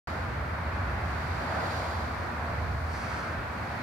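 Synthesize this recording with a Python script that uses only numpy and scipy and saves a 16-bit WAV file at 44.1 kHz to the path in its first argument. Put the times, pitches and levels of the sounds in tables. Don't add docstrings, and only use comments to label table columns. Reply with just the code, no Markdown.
import sys
import numpy as np
from scipy import signal
from scipy.fft import rfft, irfft, next_fast_len
from scipy.io import wavfile
from scipy.ndimage import uniform_filter1d

SR = 44100
rng = np.random.default_rng(int(sys.argv[2]) if len(sys.argv) > 2 else 0)


def gain_from_db(level_db):
    decades = np.asarray(level_db, float) / 20
    return 10 ** decades


def store_wav(level_fs):
    pcm = np.round(np.clip(np.atleast_2d(level_fs), -1, 1) * 32767)
    wavfile.write(sys.argv[1], SR, pcm.T.astype(np.int16))


N = 168462
TRAFFIC_FLICKER_DB = 0.45


def read(table, hz, col=1):
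    table = np.array(table, float)
    return np.interp(np.log(hz), np.log(table[:, 0]), table[:, col])


def curve(table, col=1):
    table = np.array(table, float)
    return np.interp(np.arange(N) / SR, table[:, 0], table[:, col])


def walk(rate_hz):
    hold = int(SR / rate_hz)
    steps = np.repeat(rng.standard_normal(N // 500), hold)[:N]
    return 1.54 * uniform_filter1d(uniform_filter1d(steps, hold), hold)


def even(x):
    window = int(0.18 * SR)
    power = np.mean(x ** 2, axis=0)
    return x / np.sqrt(uniform_filter1d(uniform_filter1d(power, window), window))


def field(shape, source=None):
    # (frequency [Hz], likeness of left and right [0-1])
    likeness = [(30, 1), (70, .985), (140, 0.99), (290, 0.83), (560, 0.66), (1000, 0.3), (2300, 0.21),
                (4000, 0.013)]
    # (frequency [Hz], left minus right [dB])
    port_ring = [(100, -0.74), (2400, -0.5), (3400, -2), (4500, -7.5), (5600, 1.3), (6500, -4), (9000, 1.5),
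                 (14000, -3)]
    size = next_fast_len(N)
    hz = np.maximum(np.arange(size // 2 + 1) * SR / size, 1)
    mid, side = rfft(rng.standard_normal((2, size)), axis=1)
    alike, lag_ms, pan_db = source or (read(likeness, hz), 0, 0)
    alike = np.clip(alike, -.99, .99)
    pan = gain_from_db((read(port_ring, hz) + pan_db) / 2)
    mid = mid * np.sqrt(1 + alike)
    side = side * np.sqrt(1 - alike)
    late = np.exp(-2j * np.pi * hz * lag_ms / 1000)
    ports = np.array([(mid + side) * pan, (mid - side) / pan * late])
    return hz, ports * shape(hz), size


def rush(colour, flicker_db, rate_hz, tilt_db=0, tilt_hz=1000, source=None):
    low_hz, high_hz = colour[0][0], colour[-1][0]

    def shape(f):
        edges = np.clip(f / low_hz, 0, 1) ** 4 * np.clip(high_hz / f, 0, 1) ** 6
        return gain_from_db(read(colour, f)) * edges

    hz, spec, size = field(shape, source)
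    first = np.floor(2 * np.log2(low_hz)) - 1
    last = 2 * np.log2(min(high_hz, SR / 2)) + 2
    out = 0
    for centre in np.arange(first, last):
        band = np.cos(np.pi / 2 * np.clip(2 * np.log2(hz) - centre, -1, 1)) ** 2
        pitch = 2 ** (centre / 2) / tilt_hz
        share = 1 / (1 + pitch ** 4) / (1 + (.35 / pitch) ** 4)
        level_db = flicker_db * walk(rate_hz) + share * tilt_db
        out = out + irfft(spec * band, size, axis=1)[:, :N] * gain_from_db(level_db)
    return out / np.sqrt(np.mean(irfft(spec, size, axis=1) ** 2))


def road():
    # (time [s], level [dB], dull roar against bright [dB])
    roar = [(.1, -36, 3), (.5, -35.5, -0.3), (1.0, -34, 0), (1.3, -34, -0.5), (1.6, -33, 5), (1.9, -36, 6),
            (2.2, -35, 2), (2.55, -35.5, 3.2), (2.8, -38.5, 3.2), (3.15, -32.5, -2), (3.5, -36, 1),
            (3.8, -34, -1.8)]
    # (frequency [Hz], density [dB per Hz])
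    colour = [(110, -6.5), (330, -12.5), (420, -16), (650, -10), (1500, -10.5), (2350, -19), (2900, -30),
              (4000, -34.5)]
    dull_db = curve(roar, col=2)
    noise = rush(colour, TRAFFIC_FLICKER_DB, rate_hz=6.48, tilt_db=dull_db, tilt_hz=1170)
    return noise * gain_from_db(curve(roar))


def rumble():
    # (time [s], level [dB])
    engine = [(.1, -38.5), (.3, -34), (.62, -35.5), (.8, -32), (1.02, -33.5), (1.22, -33.5), (1.5, -38),
              (1.65, -39), (1.77, -37), (2.05, -35), (2.3, -39.5), (2.54, -34.5), (2.74, -30.5),
              (2.98, -37), (3.2, -40.5), (3.4, -37.5), (3.6, -41), (3.8, -39.5)]
    # (frequency [Hz], density [dB per Hz])
    colour = [(22, -39), (40, -22), (60, -4), (78, 0), (100, -2.5), (125, -9), (160, -17)]
    # (frequency [Hz], width [Hz], level [dB; first two against the rumble])
    drones = [
        (78.4, 5.3, -3),
        (89.5, 2.6, -9),
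        (235.1, 2.7, -52),
        (971, 3.2, -55),
    ]
    lines = []
    for centre_hz, width_hz, db in drones:
        hz, spec, size = field(lambda f: 1 / (1 + ((f - centre_hz) / width_hz * 2) ** 2))
        lines.append(even(irfft(spec, size, axis=1)[:, :N]) * gain_from_db(db))
    bass = rush(colour, TRAFFIC_FLICKER_DB, rate_hz=9) + lines[0] + lines[1]
    return even(bass) * gain_from_db(curve(engine)) + sum(lines[2:])


def breeze():
    # (time [s], level [dB])
    wind = [
        (.1, -58.5),
        (.6, -60.5),
        (1.3, -55),
        (2.3, -55.5),
        (2.75, -56),
        (3.4, -57),
        (3.8, -55.5),
    ]
    # (frequency [Hz], density [dB per Hz])
    colour = [(2000, -13), (3600, -11), (4400, -5), (5600, -12.5), (7500, -18.5), (10000, -22),
              (13000, -23)]
    return rush(colour, flicker_db=0.5, rate_hz=4.6) * gain_from_db(curve(wind))


def hiss():
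    # (frequency [Hz], density [dB per Hz])
    colour = [(5000, -0.19), (16500, -1)]
    return rush(colour, flicker_db=0, rate_hz=4) * gain_from_db(-67)


def swish(gust, colour, source):
    rustle_db = 0.6 * walk(14)
    return rush(colour, flicker_db=0.5, rate_hz=7.6, source=source) * gain_from_db(curve(gust) + rustle_db)


def wide_swish():
    # (time [s], level [dB])
    gust = [
        (.1, -54),
        (.2, -57),
        (.36, -69),
        (1.0, -61),
        (1.12, -55.5),
        (1.48, -52.5),
        (1.76, -46.5),
        (2.02, -51.5),
        (2.2, -68),
    ]
    # (frequency [Hz], density [dB per Hz])
    colour = [(2200, -5.5), (3600, 0), (4700, 2), (5700, -9), (7000, -8), (8000, -16.5), (11000, -15.5),
              (13500, -22)]
    fade_s = 0.3
    fade = np.clip((gust[-1][0] + fade_s - np.arange(N) / SR) / fade_s, 0, 1)
    return fade * swish(gust, colour, source=(.55, -.37, -.5))


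def thin_swish():
    # (time [s], level [dB])
    gust = [
        (2.3, -65),
        (2.84, -67),
        (2.94, -51.5),
        (3.04, -53.5),
        (3.18, -53),
        (3.31, -58.5),
        (3.45, -68),
        (3.65, -62.5),
        (3.8, -64.5),
    ]
    # (frequency [Hz], density [dB per Hz])
    colour = [(2500, -10), (3600, -12), (4400, 3), (6400, -4), (7400, -11.5), (9200, -8.5), (11000, -18),
              (13000, -21)]
    return swish(gust, colour, source=(.75, -.03, 2))


def scene():
    return road() + rumble() + breeze() + hiss() + wide_swish() + thin_swish()


def top_cut(x):
    return signal.sosfilt(signal.butter(12, 16540, fs=SR, output="sos"), x)


def record(dry):
    start_s, open_s, top_hz = 0.0722, 0.00007, 15730
    opening = np.clip((np.arange(N) / SR - start_s) / open_s, 0, 1)
    low_pass = signal.ellip(12, .2, 80, top_hz, fs=SR, output="sos")
    mix = signal.sosfilt(low_pass, dry * opening)
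    return top_cut(mix)


dry = scene()
out = record(dry)
store_wav(out)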